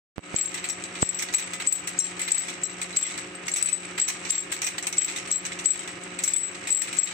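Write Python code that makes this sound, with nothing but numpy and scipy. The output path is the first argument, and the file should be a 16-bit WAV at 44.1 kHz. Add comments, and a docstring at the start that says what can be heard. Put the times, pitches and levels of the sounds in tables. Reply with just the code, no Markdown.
"""A factory hum and whir fades in with a few pops of air on the microphone; then glass starts to clink.
A labeling machine's notched wheel drops small bottles onto rollers, three or four a second.
Each one clinks, bounces and may ring the steel guide rail. Every drop, and every knock among
the bottles piled in the steel hopper (the supply bin), sets that pile rattling until it settles.
The motor runs evenly, but an automatic volume control turns everything down under each loud clink."""
import sys
import numpy as np
from scipy import signal
from scipy.fft import rfft, irfft, next_fast_len
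from scipy.io import wavfile
from scipy.ndimage import map_coordinates

SR = 44100
rng = np.random.default_rng(int(sys.argv[2]) if len(sys.argv) > 2 else 0)


def log_audio(samples):
    """Write samples as a 16-bit WAV file to the path given in sys.argv[1]."""
    # one column per channel
    frames = np.atleast_2d(samples).T
    # limit to full scale, then quantise
    limited = np.clip(frames, -1, 1)
    pcm = np.round(limited * 32767).astype(np.int16)
    wavfile.write(sys.argv[1], SR, pcm)


N = 314433
SIDES = np.array([[1], [-1]])  # plus for the left channel, minus for the right


def amp(db):
    """Turn decibels into a number to multiply by."""
    return 10 ** (np.asarray(db) / 20)


def unit(x):
    """Scale a sound to an average (rms) strength of 1."""
    return x / np.sqrt(np.mean(x ** 2) + 1e-20)


def along(points, hz):
    """Read between (Hz, value) points on a logarithmic frequency scale."""
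    point_hz, values = np.transpose(points)
    return np.interp(np.log(hz + 1), np.log(point_hz + 1), values)


def curve(rows):
    """Join (seconds, value) points with straight lines, one value per sample."""
    return np.interp(np.arange(N) / SR, *np.transpose(rows))


def wobble(per_s):
    """A smooth curve through per_s random values a second."""
    points = rng.standard_normal(int(N * per_s / SR) + 4)
    return map_coordinates(points, [np.arange(N) * per_s / SR])


def filtered(x, response):
    """Multiply each frequency in a sound by response(hz)."""
    size = x.shape[-1]
    padded = next_fast_len(size + 2048)
    return irfft(rfft(x, padded) * response(np.fft.rfftfreq(padded, 1 / SR)), padded)[..., :size]


def coloured(x, tone):
    """Shape a sound's tone with (Hz, dB) points."""
    return filtered(x, lambda hz: amp(along(tone, hz)))


def burst(t60, size):
    """Stereo noise that dies away; t60 is the fade time, the seconds it takes to fall 60 dB."""
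    noise = rng.standard_normal((2, size)) * amp(-60 * np.arange(size) / SR / t60)
    return noise / np.linalg.norm(noise, axis=1, keepdims=True)


def rise(rise_s, size):
    """A soft start that climbs from 0 towards 1."""
    return 1 - np.exp(-np.arange(size) / SR / rise_s)


def scrape(t60, rise_s, size):
    """A scraping contact: noise that builds up, then dies away."""
    return burst(t60, size) * rise(rise_s, size)


def ringing(notes, scatter_db, size):
    """A struck object's fading notes, from (Hz, dB, fade time) rows; every blow mixes them anew."""
    t = np.arange(size) / SR
    return sum(amp(db + rng.normal(0, scatter_db) - 60 * t / t60) * np.sin(2 * np.pi * hz * t)
               for hz, db, t60 in notes)


def resonance(hz, note_hz, width_hz):
    """How steel answers each frequency: most strongly at its own note."""
    return 1j * hz * width_hz / (note_hz ** 2 - hz ** 2 + 1j * hz * width_hz)


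def echoed(x, t60, wet_db):
    """Add a smooth tail of echoes, at level wet_db."""
    tail = signal.fftconvolve(np.atleast_2d(x), burst(t60, SR // 3), axes=1)
    return x + amp(wet_db) * tail[:, :x.shape[-1]]


def add(track, start_s, sound):
    """Mix a sound into a track at the given time."""
    part = track[:, round(start_s * SR):][:, :sound.shape[1]]
    part += sound[:, :part.shape[1]]


# How loud the conveyor rumbles. Each row: time in seconds, level in dB.
RUMBLE_LEVELS = [(0.4, -50), (1.7, -49.5), (2.5, -49.5), (3.3, -47), (4.18, -46.5), (4.29, -41),
                 (4.36, -47), (4.8, -47), (5.6, -47.5), (7.1, -48)]

def rumble(frame_hz=331.3, width_hz=60.3, throb_db=1.7):
    """The rolling chain throbs in the conveyor's frame, almost alike on the left and right."""
    noise = rng.standard_normal(N) + 0.34 * rng.standard_normal((2, N))
    body = filtered(noise, lambda hz: np.exp(-((hz - frame_hz) / width_hz) ** 2 / 2))
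    return unit(body * amp(throb_db * wobble(30))) * amp(curve(RUMBLE_LEVELS))


# The tone of the whir. Each row: frequency in Hz, level in dB.
WHIR_TONE = [(25, -25), (60, -14), (100, -3), (220, -7), (350, -3.5), (470, -5.5), (950, -6), (1300, -2.5),
             (1550, -3.5), (2100, -1), (2800, -4), (3500, -16), (6000, -22.5), (16000, -74)]
# How alike its two sides are. Each row: frequency in Hz, likeness (1 means the same).
WHIR_LIKENESS = [(50, 0.87), (250, 1), (500, 0.4), (1000, 0.13), (4000, 0.22)]

def whir(level_db=-39, grain_db=1.7):
    """The chain and rollers make an even, slightly grainy rush."""
    def split(hz):
        angle = np.arccos(np.clip(along(WHIR_LIKENESS, hz), -1, 1)) / 2
        return np.array([np.cos(angle), np.sin(angle)])

    noise = coloured(rng.standard_normal((2, N)), WHIR_TONE)
    shared, opposite = filtered(noise, split)
    return unit(shared + SIDES * opposite) * amp(level_db) * amp(grain_db * wobble(80))


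# The notes of the motor and gears. Each row: pitch in Hz, level in dB.
MOTOR_NOTES = [(120, -68.5), (180, -52.5), (200, -65.5), (300, -56.5), (360, -53.5), (400, -61),
               (540, -57.5), (720, -60.5), (1238, -62.5), (1272, -58), (1641, -66), (2336, -62),
               (2905, -63.5), (2940, -65), (3454, -70)]

def motor_hum(level_db=5, waver_db=1.2, flutter_db=1.1, drift_rad=0.25):
    """Under a steady load, the motor and gears hold notes that waver only a little."""
    out, t = np.zeros((2, N)), np.arange(N) / SR
    for hz, db in MOTOR_NOTES:
        phase = 2 * np.pi * (hz * t + rng.random()) + drift_rad * wobble(6)
        apart = SIDES * min(hz / 1500, np.pi / 4)  # short waves reach the two sides out of step
        strength = amp(db + level_db + waver_db * wobble(4.03) + flutter_db * wobble(35))
        out += strength * np.sqrt(2) * np.sin(phase + apart)
    return out


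# Puffs of air on the microphone. Each row: start in seconds, level in dB.
AIR_POPS = [(0.1815, -9.5), (0.1921, -19.5), (0.3435, -8), (1.0286, 8.5)]

def air_pops(fall_s=0.0022, rise_s=0.00008, left_db=-24, low_cut_hz=76):
    """Air hits the right side of the microphone: the pressure jumps, then swings back below zero."""
    out, size = np.zeros((2, N)), SR // 30
    fall = np.arange(size) / SR / fall_s
    push = (1 - fall) * np.exp(-fall) * rise(rise_s, size)
    for start_s, db in AIR_POPS:
        add(out, start_s, amp([[left_db], [0]]) * amp(db) * push)
    return filtered(out, lambda hz: hz ** 2 / (hz ** 2 + low_cut_hz ** 2))


def stirring(rest_db=-52, knock_db=-14.5, drop_db=-31, drop_settle_s=0.088, restless_db=2):
    """How hard the pile moves: every knock and drop stirs it, then it settles to a faint patter."""
    power, t = np.full((1, N), amp(rest_db) ** 2), np.arange(SR // 2) / SR
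    jolts = [(start_s, db + knock_db, settle_s) for start_s, db, _, settle_s, *_ in PILE_KNOCKS]
    jolts += [(start_s, db + drop_db, drop_settle_s) for start_s, db, *_ in BOTTLE_DROPS]
    for start_s, db, settle_s in jolts:
        motion = amp(db) * rise(0.0077, len(t)) * np.exp(-t / settle_s)
        add(power, start_s, motion[None] ** 2)
    return np.sqrt(power[0]) * amp(restless_db * wobble(40))


# The tone of glass against the steel hopper. Each row: frequency in Hz, level in dB.
HOPPER_TONE = [(200, -16), (900, -5.5), (1500, 1.5), (2100, 8), (3200, 2.5), (5000, -3), (5700, 2),
               (7100, -1), (7750, 12.3), (8500, 1), (10000, -15), (13800, -32.5), (14900, -12),
               (16000, -35)]

def pile_patter(level_db=5.5, touches_per_s=700, spread_db=4, touch_s=0.0019):
    """The wheel stirs the pile: a dense patter of tiny, soft touches of glass."""
    happens = rng.random(N) < touches_per_s / SR
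    touches = happens * amp(spread_db * np.clip(rng.standard_normal(N), -2, 2))
    rubbing = signal.lfilter([1], [1, -np.exp(-1 / (SR * touch_s))], touches)  # each touch dies away
    noise = rng.standard_normal((2, N)) + 0.77 * rng.standard_normal(N)  # partly alike on both sides
    patter = coloured(rubbing * noise, HOPPER_TONE)
    softened = coloured(patter, [(8800, 0), (10500, -3.5)])
    return echoed(unit(softened) * stirring() * amp(level_db), t60=0.28, wet_db=-3.5)


# The notes of the hopper's walls. Each row: pitch in Hz, width in Hz, level in dB.
WALL_NOTES = [(800, 84, 10.5), (1220, 106, 2), (2320, 1300, -5), (3495, 42, 3.5), (3880, 140, 3),
              (4390, 190, -0.5), (5620, 180, -1), (6440, 290, 0.5)]

def hopper_walls(inside, ring_db=-2):
    """The hopper's sheet steel rings along with whatever moves inside it."""
    def steel(hz):
        return sum(amp(db) * resonance(hz, note_hz, width_hz) for note_hz, width_hz, db in WALL_NOTES)

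    return filtered(inside, lambda hz: 1 + amp(ring_db) * steel(hz))


def chinks(size, count=4, spread_s=0.022, low_hz=7260, high_hz=8600, t60=0.022):
    """Jostled neighbours chink one after another, each at its own pitch; later ones are softer."""
    out, t = np.zeros((2, size)), np.arange(size) / SR
    for delay, pitch, right_phase in rng.random((count, 3)):
        hz = low_hz + pitch * (high_hz - low_hz)
        note = np.sin(2 * np.pi * hz * t + np.array([[0], [right_phase]]))
        add(out, delay * spread_s, note * amp(-60 * t / t60) * np.exp(-delay))
    return out


# The hollow part of a knock. Each row: multiple of its pitch, level in dB, fade time in seconds.
CLACK_NOTES = [(.86, -2, 0.055), (1, 1.5, 0.065), (1.14, 2, 0.037), (1.45, -5.5, .045), (2.6, -6.5, 0.043)]

def clack(note_hz, size, rise_s=0.004, detune=0.0402):
    """A few short, hollow notes whose pitch depends on where the hopper is struck."""
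    notes = [(note_hz * ratio * (1 + rng.normal(0, detune)), db, t60) for ratio, db, t60 in CLACK_NOTES]
    ring = ringing(notes, scatter_db=5, size=size) * rise(rise_s, size)
    ring = echoed(ring, t60=0.025, wet_db=-3)
    return ring / ring[:, :SR // 100].std()  # strength 1 over the first 10 ms


# Bottles knocking in the pile. Each row: start in seconds, level in dB, glassy treble in dB,
# settling time in seconds, rise time in seconds, hollow pitch in Hz, steely edge in dB.
PILE_KNOCKS = [(0.5417, -24, -5, 0.035, .002, 2285, 1), (.576, -27, -15, 0.022, .002, 2040, -5),
               (.6405, -21.5, -9.5, 0.034, .001, 2245, -11), (.6973, -24, 0, 0.022, .001, 2470, -2),
               (.9522, -27, -24, 0.045, .005, 2340, -7), (1.1885, -23.5, -3, 0.039, 0.0022, 2340, 11),
               (1.2216, -18.5, -5, 0.017, 0.0012, 2057, 7), (1.2855, -24.5, -25, 0.0092, 0.0008, 1985, -6),
               (1.3369, -18, -5.5, 0.022, 0.0038, 2490, 3), (1.3823, -18.5, -3, 0.025, .001, 2415, 4),
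               (1.5337, -24, -5, 0.022, 0.00089, 2325, 0), (1.6, -21.5, -15, 0.033, .002, 2480, -10),
               (1.8734, -22, 1, 0.033, 0.0012, 2240, 2), (2.1929, -24, -3, 0.025, 0.0026, 2170, -3),
               (2.2194, -23.5, -5, 0.033, .002, 2300, -2), (2.2767, -19.5, -11, 0.012, 0.0054, 2080, -9),
               (2.4808, -25, -10, 0.044, 0.011, 2266, 0), (2.815, -23.5, -5, 0.042, 0.00048, 2150, -5),
               (3.0495, -23.5, -28, 0.06, .002, 2390, -3), (3.1767, -24.5, -8, 0.014, 0.0013, 2084, -3),
               (3.4808, -18.5, -13.5, 0.015, 0.00066, 1870, 4), (3.56, -20.5, -2, 0.07, .004, 2580, 5.5),
               (3.687, -22.5, -32, .006, .0005, 2595, 2), (3.977, -20.5, -11, 0.066, 0.0054, 1890, -12),
               (4.08, -15.5, -6, 0.028, .005, 2080, 8), (4.2492, -27.5, -13, .09, 0.0012, 2230, 3),
               (4.5206, -18, -4, 0.032, 0.0036, 1880, -1), (4.6175, -20, -8, 0.055, .001, 2475, 4),
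               (4.641, -25, 10, .03, 0.0051, 2380, 8), (4.6643, -17.5, -6, 0.034, 0.0034, 2513, 6),
               (4.781, -18, -16, 0.0046, 0.00073, 1997, -5), (4.8254, -28, 1, 0.035, .0007, 2350, 6),
               (4.8688, -17, -6, 0.016, 0.00085, 2610, 1), (4.9263, -22, -9, 0.029, 0.00072, 2260, 7),
               (5.08, -22, -12, .056, .004, 2265, -1), (5.1602, -23, -7, 0.042, .003, 2386, 1),
               (5.274, -29.5, -7, 0.011, 0.00092, 2770, -7), (5.306, -30, -7, .017, .001, 2560, 0),
               (5.4517, -22, -12, 0.029, .0005, 2374, 4), (5.518, -25, -23, .009, 0.0024, 2000, -7),
               (5.5887, -26, -11, 0.017, 0.0028, 2310, 2), (5.8752, -28.5, -7, 0.0095, 0.00092, 2034, 0),
               (6.1873, -26.5, -5, 0.031, .002, 2170, -4), (6.2362, -21.5, 7, 0.061, 0.0011, 2270, 8),
               (6.2766, -20.5, 1, 0.058, 0.0011, 2280, 3), (6.5455, -30, -19, 0.019, .005, 1910, -10),
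               (6.67, -24.5, -5, 0.066, 0.013, 2576, -3), (6.8159, -19.5, 4.5, 0.025, .003, 1893, 3),
               (6.875, -27, -14, 0.02, .004, 2150, -7), (6.9276, -23, -9, 0.042, .001, 1950, -4),
               (7.063, -28.5, -32, 0.021, .003, 2080, -3), (7.109, -26, -25, 0.022, .004, 2026, -7)]

def knocks(level_db=-7.5, uneven_db=3, clack_db=-6.5, chink_db=-1):
    """A bottle slips in the pile: a hollow, scraping knock and a clatter; harder knocks are brighter."""
    out, size = np.zeros((2, N)), SR // 5
    usual_db = np.mean([db for _, db, *_ in PILE_KNOCKS])
    for start_s, db, treble_db, settle_s, rise_s, note_hz, edge_db in PILE_KNOCKS:
        jolts = amp(uneven_db * np.repeat(rng.uniform(-1.7, 1.7, size // 60), 60))
        clatter = scrape(t60=0.046 + settle_s, rise_s=0.0026 + rise_s, size=size) * jolts
        hit = coloured(scrape(t60=0.022, rise_s=rise_s, size=size) + clatter, HOPPER_TONE)
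        hit = hit / hit[:, :SR // 100].std() + amp(chink_db) * chinks(size)
        glassy_db = 0.64 * (treble_db + 12)
        splash_db = 6 + db - usual_db
        tone = [(4800, 0), (5700, edge_db), (6600, edge_db), (7200, glassy_db / 2),
                (8000, glassy_db), (9000, glassy_db), (11000, glassy_db + splash_db)]
        knock = coloured(hit, tone) + amp(clack_db) * clack(note_hz, size)
        add(out, start_s, amp(db + level_db) * knock)
    return echoed(out, t60=0.11, wet_db=-4.5)


# Light touches on steel. Each row: start in seconds, level in dB, pitch in Hz.
STEEL_TINGS = [(2.927, -32, 4020), (3.022, -28, 3461), (3.092, -35, 3520), (4.38, -32, 3450),
               (5.735, -33, 3467), (5.79, -32.5, 3100), (6.335, -28, 3494), (7.06, -35, 3628)]

def tings(level_db=-7, t60=0.12, width_hz=80, grit_db=-11):
    """A bottle nudges a steel part: a gritty touch with a short note in it."""
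    out, size = np.zeros((2, N)), SR // 6
    for start_s, db, note_hz in STEEL_TINGS:
        nudge = scrape(t60, rise_s=0.001, size=size)
        note = filtered(nudge, lambda hz: resonance(hz, note_hz, width_hz))
        grit = coloured(burst(t60=0.015, size=size), CONTACT_TONE)
        ting = note / np.linalg.norm(note[0]) + amp(grit_db) * grit
        add(out, start_s, amp(db + level_db) * ting / ting[:, :SR // 100].std())
    return out


# Two bottles touching. Each row: start in seconds, level in dB, pitch in Hz.
GLASS_TICKS = [(0.8393, -17, 7700), (2.817, -20, 7850), (2.83, -18, 8000), (3.351, -29, 8100),
               (3.468, -24, 8000), (3.851, -29, 8030), (4.518, -21, 8200), (4.871, -12.5, 8360),
               (5.452, -27, 7850), (5.466, -19, 8220), (5.613, -28, 8400), (5.642, -26, 7800),
               (5.793, -20, 7950), (6.036, -28, 8030), (6.19, -19, 8000), (6.819, -11, 8000),
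               (6.97, -18, 7600), (7.029, -33, 7800)]

def ticks(level_db=-8, t60=0.052, crack_db=15):
    """Wedged in the pile, a bottle gives only a dry crack and a choked ring."""
    out, size = np.zeros((2, N)), SR // 10
    for start_s, db, hz in GLASS_TICKS:
        ring = ringing([(hz, 0, t60)], scatter_db=0.5, size=size)
        tick = ring + amp(crack_db) * coloured(burst(t60=0.012, size=size), CONTACT_TONE)
        add(out, start_s, amp(db + level_db) * tick / tick[:, :SR // 300].std())
    return echoed(out, t60=0.066, wet_db=-2)


# Blows on the steel guide rail. Each row: start in seconds, level in dB.
RAIL_BLOWS = [(.553, -33), (0.6977, -16.5), (1.999, -14), (2.644, -22.5), (3.57, -24), (4.09, -23),
              (4.62, -21), (5.324, -16.5), (6.248, -21)]
# The rail's notes. Each row: pitch in Hz, level in dB, fade time in seconds.
RAIL_NOTES = [(3994, -10, 0.2), (5600, -1, 0.059), (5720, -0.5, 0.16), (6580, -4, 0.11), (9370, -9, .04),
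              (11670, -12, 0.045), (13280, -18, .045)]

def guide_rail(level_db=-9, rattle_s=0.005, rattle_gain=0.62):
    """A bottle's neck flips against the loose rail in a quick double touch, and the rail buzzes."""
    out = np.zeros((2, N))
    for start_s, db in RAIL_BLOWS:
        ring = echoed(ringing(RAIL_NOTES, scatter_db=2.5, size=SR // 4), t60=0.05, wet_db=-8)
        add(ring, rattle_s * (0.5 + rng.random()), rattle_gain * ring)
        add(out, start_s, amp(db + level_db) * ring / ring[:, :SR // 100].std())
    buzz = 0.8 + 0.6 * wobble(350)
    return out * buzz


# The tone of glass sliding on the wheel. Each row: frequency in Hz, level in dB.
SLIDE_TONE = [(2000, -16.5), (6800, -5.5), (7750, 0.5), (8600, -14), (10000, -26), (14800, -40),
              (16000, -50)]

def slides(level_db=-24, swell_s=0.011, uneven_db=4):
    """Just before it lands, each bottle grates over the edge of its notch."""
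    grip, size = np.zeros((1, N)), SR // 12
    swell = np.exp(-np.arange(size)[::-1] / SR / swell_s)
    for landing_s, db, *_ in BOTTLE_DROPS:
        add(grip, landing_s - size / SR, amp(db + level_db) * swell[None])
    grating = unit(coloured(rng.standard_normal((2, N)), SLIDE_TONE))
    return grating * grip * amp(uneven_db * wobble(250))


# Bottles landing on the rollers. Each row: start in seconds, level in dB, pitch in Hz,
# lean to the left in dB, boost of the lowest note in dB, hardness in dB, free ringing in seconds,
# then for each of two bounces: time in the air in seconds, dB below the landing.
BOTTLE_DROPS = [(0.3627, -7, 7670, 2.5, -8, 1.5, 0.006, 0.023, 7, .0255, .5),
                (.457, -13.5, 7620, 3.5, -8, 2, 0.013, .023, 18, .015, 17),
                (.6883, -18, 7820, 7, 12, 5, 0.0035, .012, 3, .016, 8),
                (1.023, -6.5, 7720, 5.5, -2, 2.5, 0.011, 0.067, 4, .055, 14),
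                (1.3461, -2, 7780, 2.5, -4, 0, .011, 0.039, 23, .029, 21),
                (1.6725, -5, 7764, 6, -3, -1.5, 0.03, 0.052, 0.5, .038, 13),
                (1.989, -6.5, 7650, 11, 15, -2, .0069, 0.052, 10, .022, 25),
                (2.2156, -13, 7730, 4, -7, 4, .0042, 0.02, 9, .015, 22),
                (2.3181, -1.5, 7790, 4, -15, 0, 0.007, 0.028, 6.5, .034, 7),
                (2.634, -13, 7690, 8, 9, 5.5, .014, 0.063, 15, .025, 39),
                (2.969, -3, 7680, .5, -6, -3, 0.023, 0.058, 4, .039, 20),
                (3.516, -16.5, 7600, 5, 6, 3, .017, 0.034, 7, .04, 14),
                (3.538, -9, 7940, 1.5, -8, -1, 0.0076, 0.03, 3, .016, 15),
                (3.6259, -5.5, 7940, 6.5, -7.5, 0, 0.0027, 0.033, 5, .0285, 5),
                (3.729, -12.5, 7960, 19, -10, 3, 0.013, .014, 23, .013, 25),
                (3.999, -6, 7720, 1, -3, 0.5, .0027, 0.016, -2, .0075, 5),
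                (4.3054, -4.5, 7643, 5.5, -3, 2.5, .0037, 0.048, 9.5, .027, 6),
                (4.9826, -2, 7710, 3, -12, -1.5, 0.021, 0.036, 7.5, .027, 7),
                (5.314, -8.5, 7700, 5.5, 8, -3, 0.0056, .0097, 3, .034, 1.5),
                (5.658, -3.5, 7733, 6.5, 1, 1.5, 0.0196, 0.047, 0.5, .017, 17),
                (6.2382, -7.5, 7700, 2.5, 10, 0.5, 0.011, 0.039, -1, .024, 13),
                (6.3355, -7, 7830, 6, -3, -0.5, 0.0089, .027, 0, .019, 5),
                (6.4324, -15, 7750, 7.5, -2, -2, 0.019, .02, 12, .028, 8.5),
                (6.7048, -10.5, 7750, 7, -13, -1, .0082, .01, -3, .0095, -7.5),
                (6.7466, -8, 7670, 9, -2, -1, .007, .02, 3, .021, 8),
                (6.987, -4.5, 7680, 9.5, -4, -2, 0.016, .045, 5, .026, 28)]

def landings_and_bounces(bounce_ring_s=0.016):
    """Each bottle meets the rollers three times: it lands, then bounces twice."""
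    for start_s, db, hz, left_db, low_db, hard_db, free_s, *bounces in BOTTLE_DROPS:
        first_s, first_loss_db, second_s, second_loss_db = bounces
        bounce_sound = (hz, left_db, min(low_db, 0), hard_db, bounce_ring_s)
        yield start_s, db, hz, left_db, low_db, hard_db, free_s
        yield start_s + first_s, db - first_loss_db, *bounce_sound
        yield start_s + first_s + second_s, db - second_loss_db, *bounce_sound


# A bottle's notes, main ring first. Each row: pitch in Hz, level in dB, fade time in seconds.
BOTTLE_NOTES = [(7930, -0.5, 0.11), (7570, -25, 0.042), (6440, -13.5, 0.015), (8040, -16.5, 0.036),
                (14800, -27.5, 0.1)]

def bottle_ring(pitch_hz, low_db, free_s, size, grip_db=6.5, grip_s=0.00086, rise_s=0.00048):
    """Struck glass rings freely for free_s seconds, until a roller's grip quietens it."""
    notes, main_hz = [], BOTTLE_NOTES[0][0]
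    for index, (hz, db, t60) in enumerate(BOTTLE_NOTES):
        # only the first two notes follow this bottle's own pitch
        tuning = pitch_hz / main_hz if index < 2 else 1 + rng.normal(0, 0.005)
        notes.append((hz * tuning, db + low_db * (hz < 7000), t60))
    ring = ringing(notes, scatter_db=2.5, size=size) * rise(rise_s, size)
    gripped = (1 + np.tanh((np.arange(size) / SR - free_s) / grip_s)) / 2
    return ring * amp(-grip_db * gripped)


# The tone of the crack as glass meets a roller. Each row: frequency in Hz, level in dB.
CONTACT_TONE = [(200, -20), (1000, -24), (2200, 6), (4800, 2.5), (6500, 3), (7800, 18), (8600, 2.5),
                (10000, -10.5), (14800, -46), (16000, -34)]

def clinks(level_db=-4.6, crack_db=4.6, chatter_gain=0.28, chatter_s=0.028):
    """A bottle hits a roller with a crack and a ring; it chatters, and the steel walls echo."""
    out, size = np.zeros((2, N)), SR // 4
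    usual_left_db = np.mean([left_db for _, _, _, left_db, *_ in BOTTLE_DROPS])
    for start_s, db, pitch_hz, left_db, low_db, hard_db, free_s in landings_and_bounces():
        ring = bottle_ring(pitch_hz, low_db, free_s, size)
        crack_gain = amp(crack_db + hard_db)
        clink = ring + crack_gain * coloured(scrape(t60=0.03, rise_s=0.00029, size=size), CONTACT_TONE)
        for delay, strength in rng.random((3, 2)):  # three light touches feed or weaken the ring
            touch = ring + crack_gain * coloured(burst(t60=0.024, size=size), CONTACT_TONE)
            add(clink, 0.0065 + chatter_s * delay, chatter_gain * strength * touch)
        clink = echoed(clink, t60=0.23, wet_db=-10.5)
        clink /= clink[:, :SR // 200].std(1, keepdims=True)  # strength 1 over the first 5 ms
        pan_db = SIDES * (left_db - usual_left_db) / 2
        add(out, start_s, amp(db + level_db + pan_db) * clink)
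    return out


# The microphone's uneven sides. Each row: frequency in Hz, how much louder the left is in dB.
LEFT_BOOST = [(60, 0), (300, 0), (1000, 1.5), (2400, -4.5), (5800, -5.5), (7000, -7.5), (7700, 11),
              (8600, 15.5), (10000, -0.5), (13000, -8), (14900, 3)]
# The microphone fading in. Each row: time in seconds, level in dB.
FADE_IN = [(0.155, -92), (0.16, -14.5), (0.215, -21), (0.24, -6), (0.32, -3)]

def microphone(sound, left_lag_s=0.000017):
    """The microphone fades in; each side has its own tone, and sound reaches the right side first."""
    def response(hz):
        balance = amp(SIDES * along(LEFT_BOOST, hz) / 2)
        delay = np.exp(-1j * np.pi * SIDES * hz * left_lag_s)
        return balance * delay

    return filtered(sound, response) * amp(curve(FADE_IN))


def volume_control(x, threshold_db=-31.5, cut_per_db=0.44, attack_s=0.0045, release_s=0.04):
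    """Loud sound turns the volume down quickly; it comes back more slowly."""
    block = 88  # samples
    power = (x ** 2).mean(0)[:N // block * block].reshape(-1, block).mean(1)
    wanted_cuts_db = cut_per_db * np.maximum(10 * np.log10(power + 1e-12) - threshold_db, 0)
    attack, release = 1 - np.exp(-block / SR / np.array([attack_s, release_s]))
    cuts_db = [0]
    for wanted_db in wanted_cuts_db:
        gap_db = wanted_db - cuts_db[-1]
        cuts_db.append(cuts_db[-1] + gap_db * (attack if gap_db > 0 else release))
    position = (np.arange(N) + 0.00063 * SR) / block  # it looks slightly ahead
    return x * amp(-np.interp(position, np.arange(len(cuts_db)), cuts_db))


def scene():
    """Bottles, hopper and drive as the microphone hears them, plus the pops of air."""
    bottles = clinks() + guide_rail() + ticks() + tings() + slides()
    hopper = hopper_walls(knocks() + pile_patter())
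    drive = whir() + motor_hum() + rumble()
    return microphone(bottles + hopper + drive) + air_pops()


def record(dry, top_hz=16300):
    """Turn down the loud moments, then cut off the very highest treble."""
    return filtered(volume_control(dry), lambda hz: hz < top_hz)


dry = scene()
out = record(dry)
log_audio(out)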